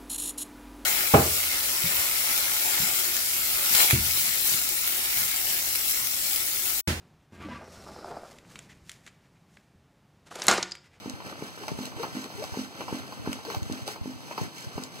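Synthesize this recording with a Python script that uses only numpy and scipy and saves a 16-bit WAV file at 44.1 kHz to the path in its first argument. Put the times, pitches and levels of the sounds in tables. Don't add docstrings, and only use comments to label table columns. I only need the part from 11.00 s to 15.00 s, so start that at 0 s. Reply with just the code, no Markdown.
import sys
import numpy as np
from scipy import signal
from scipy.fft import rfft, irfft
from scipy.io import wavfile

SR = 44100
rng = np.random.default_rng(int(sys.argv[2]) if len(sys.argv) > 2 else 0)


def master(y):
    cut = np.clip(np.atleast_2d(y).T, -1, 1)
    pcm = np.round(cut * 32767)
    wavfile.write(sys.argv[1], SR, pcm.astype(np.int16))


N = 176400
HZ = np.fft.rfftfreq(N, 1 / SR)

# start_s, level_db, ring_db
TREADS = [(0.059, -25.5, 2), (.423, -22.5, -9), (0.717, -26.5, -22), (.788, -23.5, 2), (1.150, -29.5, 9.5),
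          (1.572, -22.5, 4), (1.926, -20, 0), (2.274, -17.5, -1.5), (2.698, -24.5, 4), (3.057, -26, 3),
          (3.414, -27, -3), (3.779, -21.5, -5.5)]
# pitch_hz, level_db, t60_s
PUNCH_MODES = [(201, 9.5, 0.013), (306, 14, 0.01), (389.6, -2.5, 0.035), (858, 5, 0.013)]
# pitch_hz, level_db, t60_s
RING_MODES = [(172, -21, .15), (212, -10, .26), (256, -6, .27), (304, -12.5, .2), (352, -20, .13),
              (440, -23, .13)]
# start_s, level_db, decay_s, treble_db
CLACKS = [(0.203, -32.5, 0.0049, -9), (0.635, -33, 0.0065, -9), (0.68, -26, 0.0071, -9),
          (0.687, -33, 0.0051, -7), (0.917, -36, 0.0065, -10), (1.03, -22, 0.0055, -6.5),
          (1.04, -33.5, 0.0055, -12), (1.302, -35.5, 0.0065, -7), (1.424, -38.5, 0.0059, 0),
          (1.438, -30, 0.0065, -4), (1.54, -31.5, 0.0054, -8), (1.807, -25.5, 0.0065, -12),
          (1.881, -27, 0.0062, -11.5), (2.123, -33.5, 0.0081, -7), (2.26, -33.5, 0.007, -5),
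          (2.389, -35, 0.0069, -14), (2.45, -35.5, 0.0059, 4), (2.501, -28, 0.01, -5.5),
          (2.546, -29, 0.0059, -2), (2.566, -34, 0.0051, -2), (2.878, -28, 0.0048, -2),
          (2.959, -32.5, 0.0063, -7.5), (3.277, -36.5, 0.0052, -10), (3.31, -28, 0.0075, -13),
          (3.378, -22.5, 0.006, -8.5), (3.777, -29.5, 0.0056, -8)]
# frequency_hz, gain_db
CLACK_BODY_EQ = [(100, -35), (250, -8), (450, -5.5), (650, -3), (880, 2.5), (1200, -5), (1700, -9),
                 (3000, -12.5), (16000, -62.5)]
# frequency_hz, gain_db
CLACK_EDGE_EQ = [(300, 0), (1400, 0.5), (2800, 2), (4500, 10.5), (8000, -17), (15000, -3)]
# start_s, level_db
TICKS = [(0.0976, -31.5), (0.6823, -30.5), (0.855, -31.5), (1.028, -38), (1.2423, -37), (1.4404, -34),
         (2.3303, -27), (2.5484, -34), (2.6305, -38), (2.7244, -31.5), (2.8779, -29), (3.8372, -30.5)]
# frequency_hz, gain_db
TICK_EQ = [(200, -40), (1500, -1), (3000, 5.5), (6000, 6.5), (8300, 3.5), (11000, -7.5), (15500, -10)]
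# peak_s, rise_s, fall_s, hiss_db, rub_db
STROKES = [(.09, 0.12, 0.091, -50, -48.5), (.27, 0.026, 0.05, -46.5, -41),
           (0.459, 0.078, 0.04, -46.5, -44.5), (.69, 0.14, .05, -46, -47.5),
           (0.839, 0.058, 0.052, -43, -44.5), (1.029, 0.055, 0.055, -44, -40),
           (1.189, 0.06, 0.065, -42, -44), (1.43, 0.087, 0.089, -44, -47.5), (1.58, 0.037, 0.061, -41, -46),
           (1.819, 0.065, 0.023, -45, -43), (1.959, 0.079, 0.046, -45, -41.5), (2.15, 0.15, 0.04, -49, -49),
           (2.31, 0.061, 0.073, -45.5, -43.5), (2.528, 0.071, 0.056, -43.5, -44),
           (2.76, 0.11, 0.067, -45, -47), (2.884, 0.016, 0.045, -39, -43.5), (3.08, 0.048, 0.075, -49, -56),
           (3.32, 0.099, 0.017, -47.5, -53), (3.42, 0.063, 0.053, -43, -43.5),
           (3.599, 0.043, 0.047, -42, -56), (3.80, 0.095, 0.062, -47, -48), (3.98, 0.046, .05, -46, -49.5)]
# frequency_hz, gain_db
HISS_EQ = [(300, -40.5), (1200, -8), (1700, 9), (2200, 0), (3000, 0), (4500, 2), (6300, 0.5), (8000, -5.5),
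           (10000, -7.5), (13000, -12), (15500, -10)]
# frequency_hz, gain_db
RUB_EQ = [(60, -37.5), (150, 2.5), (280, 2.5), (440, 2.5), (650, -1), (900, -4.5), (1200, -2), (1700, -2),
          (3000, -16), (8000, -51)]
# frequency_hz, gain_db
GRIT_EQ = [(150, -19.5), (450, 3), (900, 5.5), (1600, -12), (2800, 1.5), (6000, -11), (15000, -21)]
# start_s, length_s, pitch_hz, level_db
HONKS = [(0.612, 0.029, 410, -46), (0.991, 0.036, 437, -34.5), (1.376, 0.049, 421, -39),
         (1.42, 0.013, 571, -34.5), (2.476, 0.025, 444, -36.5), (2.903, .04, 436, -49.5)]
# start_s, level_db, pitch_hz
JOLTS = [(.135, -28, 95), (0.427, -32, 110), (0.716, -22.5, 151), (0.744, -23.5, 68), (.963, -28, 111),
         (1.125, -31, 100), (1.348, -30, 112), (1.380, -34, 105), (1.448, -31, 85), (1.521, -23, 85),
         (1.788, -39, 110), (1.925, -25, 120), (2.195, -26, 105), (2.238, -35, 90), (2.283, -23, 85),
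         (2.567, -16.5, 95), (2.619, -18, 85), (2.662, -25, 95), (2.712, -20, 95), (2.818, -26, 103),
         (3.012, -18.5, 90), (3.411, -16, 110), (3.667, -25, 115), (3.753, -24, 85)]
# frequency_hz, gain_db
RUMBLE_EQ = [(20, -15), (50, -11), (95, -1.5), (150, -6.5), (300, -10.5), (1000, -41.5)]
# frequency_hz, gain_db
ROOM_TONE_EQ = [(20, -76.5), (60, -15), (120, 4), (250, 5.5), (500, -0.5), (900, 1.5), (1400, -4),
                (2200, -5.5), (4500, -7.5), (8000, -18), (15500, -23.5)]
# frequency_hz, left_over_right_db
BALANCE = [(100, 3), (250, -3.5), (400, 4), (850, 1.5), (1400, -1.5), (2200, 0), (15000, 0)]

GRAIN_S = 0.0057


def pedal_thumps():
    out = np.zeros(N)
    punch = struck(PUNCH_MODES, rise_s=.004)
    detune, spread_db = .006, 1.2
    for start_s, level_db, ring_db in TREADS:
        modes = [(hz * (1 + detune * rng.standard_normal()), db + spread_db * rng.standard_normal(), t60)
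                 for hz, db, t60 in RING_MODES]
        ring = amp(ring_db) * struck(modes, rise_s=.011)
        add(out, start_s, -amp(level_db) * (punch + ring))
    return low_cut(out, hz=135)


def linkage():
    body, edge, ticks = np.zeros((3, N))
    for start_s, level_db, decay_s, treble_db in CLACKS:
        clack = amp(level_db - 5.5) * burst(decay_s, tail_db=-12, tail_s=.04)
        add(body, start_s, clack)
        add(edge, start_s, amp(treble_db) * clack)
    for start_s, level_db in TICKS:
        tick = burst(decay_s=.00064, tail_db=-23, tail_s=.011)
        tick[0] = amp(15)
        add(ticks, start_s, amp(level_db + 2.5) * tick)
    return equalise(body, CLACK_BODY_EQ) + equalise(edge, CLACK_EDGE_EQ) + equalise(ticks, TICK_EQ)


def air_strokes():
    t = np.arange(N) / SR
    hiss_power, rub_power = np.zeros((2, N))
    for peak_s, rise_s, fall_s, hiss_db, rub_db in STROKES:
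        width_s = np.where(t < peak_s, rise_s, fall_s)
        flow = np.exp(-((t - peak_s) / width_s) ** 2)
        hiss_power += flow * amp(hiss_db) ** 2
        rub_power += flow * amp(rub_db) ** 2
    hiss = rough_noise(HISS_EQ, depth_db=1.55, span_s=GRAIN_S)
    rub = rough_noise(RUB_EQ, depth_db=3.5, span_s=GRAIN_S) + piston_grit()
    return np.sqrt(hiss_power) * hiss + np.sqrt(rub_power) * rub


def piston_grit(catches_per_s=390, spread_db=3):
    sizes = amp(spread_db * np.minimum(rng.exponential(1, N), 3))
    signs = rng.choice([-1, 1], N)
    catches = rng.random(N) < catches_per_s / SR
    return amp(-7.5) * unit(equalise(sizes * signs * catches, GRIT_EQ))


def valve_honks(bow=.046, glide=.15, jitter=.042):
    out, wobble = np.zeros(N), wander(GRAIN_S)
    for start_s, length_s, pitch_hz, level_db in HONKS:
        position = np.linspace(-.5, .5, int(length_s * SR))
        arch = np.cos(np.pi * position)
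        waver = jitter * wobble[int(start_s * SR):][:len(position)]
        bend = bow * (arch - 2 / np.pi) + glide * position + waver
        phase = 2 * np.pi * np.cumsum(pitch_hz * (1 + bend)) / SR
        tone = np.sin(phase) + amp(-14) * np.sin(2 * phase)
        add(out, start_s, amp(level_db) * np.sqrt(2 * abs(arch)) * tone)
    return out


def handling(shake_decay_s=.029):
    t = np.arange(N) / SR
    knocks, shake, centre = np.zeros((3, N))
    for start_s, level_db, pitch_hz in JOLTS:
        add(knocks, start_s, struck([(pitch_hz, level_db, .055)], rise_s=.0009))
        add(shake, start_s, amp(level_db - 17.5) * np.exp(-t / shake_decay_s))
    rumble = rough_noise(RUMBLE_EQ, depth_db=3, span_s=.062)
    case = knocks + (amp(-49.5) + shake) * rumble
    add(centre, .002, .18 * case)
    return low_cut(np.array([centre - case, centre + case]), hz=48)


def room_reverb(x, t60_s=.076, predelay_s=.004):
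    t = np.arange(SR // 3) / SR
    tail = rng.standard_normal((2, len(t))) * amp(-60 * t / t60_s) * (t > predelay_s)
    tail /= np.linalg.norm(tail[0])
    return amp(-10.5) * signal.fftconvolve(x[None], tail, axes=1)[:, :N]


def room_tone(width=.36):
    common = microphones(noise(ROOM_TONE_EQ))
    diffuse = np.array([noise(ROOM_TONE_EQ), noise(ROOM_TONE_EQ)])
    return amp(-48.5) * (np.sqrt(1 - width ** 2) * common + width * diffuse)


def microphones(x, lag_s=.000561, join_hz=890):
    spectrum = rfft(x)
    lean = amp(curve(BALANCE) / 2)
    lag = np.exp(-2j * np.pi * np.maximum(HZ - join_hz, 0) * lag_s)
    return irfft(np.array([spectrum * lean * lag, spectrum / lean]), N)


def struck(modes, rise_s):
    t = np.arange(SR // 2) / SR
    ring = sum(amp(db - 60 * t / t60) * np.sin(2 * np.pi * hz * t) for hz, db, t60 in modes)
    return (1 - np.exp(-t / rise_s)) * ring


def burst(decay_s, tail_db, tail_s):
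    t = np.arange(SR // 5) / SR
    envelope = np.exp(-t / decay_s) + amp(tail_db) * np.exp(-t / tail_s)
    return rng.standard_normal(len(t)) * envelope


def noise(eq):
    return equalise(rng.standard_normal(N), eq)


def rough_noise(eq, depth_db, span_s):
    return unit(noise(eq) * amp(depth_db * wander(span_s)))


def wander(span_s):
    return unit(irfft(rfft(rng.standard_normal(N)) / (1 + (HZ * span_s * 2) ** 4), N))


def equalise(x, eq):
    log_gain = np.log(unit(amp(curve(eq))))
    mirrored = np.concatenate([log_gain, log_gain[-2:0:-1]])
    response = np.exp(np.conj(signal.hilbert(mirrored)))[:len(HZ)]
    return irfft(rfft(x) * response, N)


def curve(points):
    hz, db = np.transpose(points)
    return np.interp(np.log(HZ + 1), np.log(hz + 1), db)


def low_cut(x, hz):
    return signal.sosfilt(signal.butter(2, hz, "high", fs=SR, output="sos"), x)


def add(mix, start_s, sound):
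    part = mix[round(start_s * SR):][:len(sound)]
    part += sound[:len(part)]


def amp(db):
    return 10 ** (np.asarray(db) / 20)


def unit(x):
    return x / np.sqrt(np.mean(x ** 2) + 1e-20)


def scene():
    workings = linkage() + air_strokes() + valve_honks()
    thumps = pedal_thumps()
    return microphones(workings + thumps) + room_tone() + room_reverb(workings + thumps / 2) + handling()


def record(dry):
    high_cut = signal.firwin(511, 15800, window=("kaiser", 9), fs=SR)
    return signal.oaconvolve(dry, high_cut[None], "same")


dry = scene()
out = record(dry)
master(out)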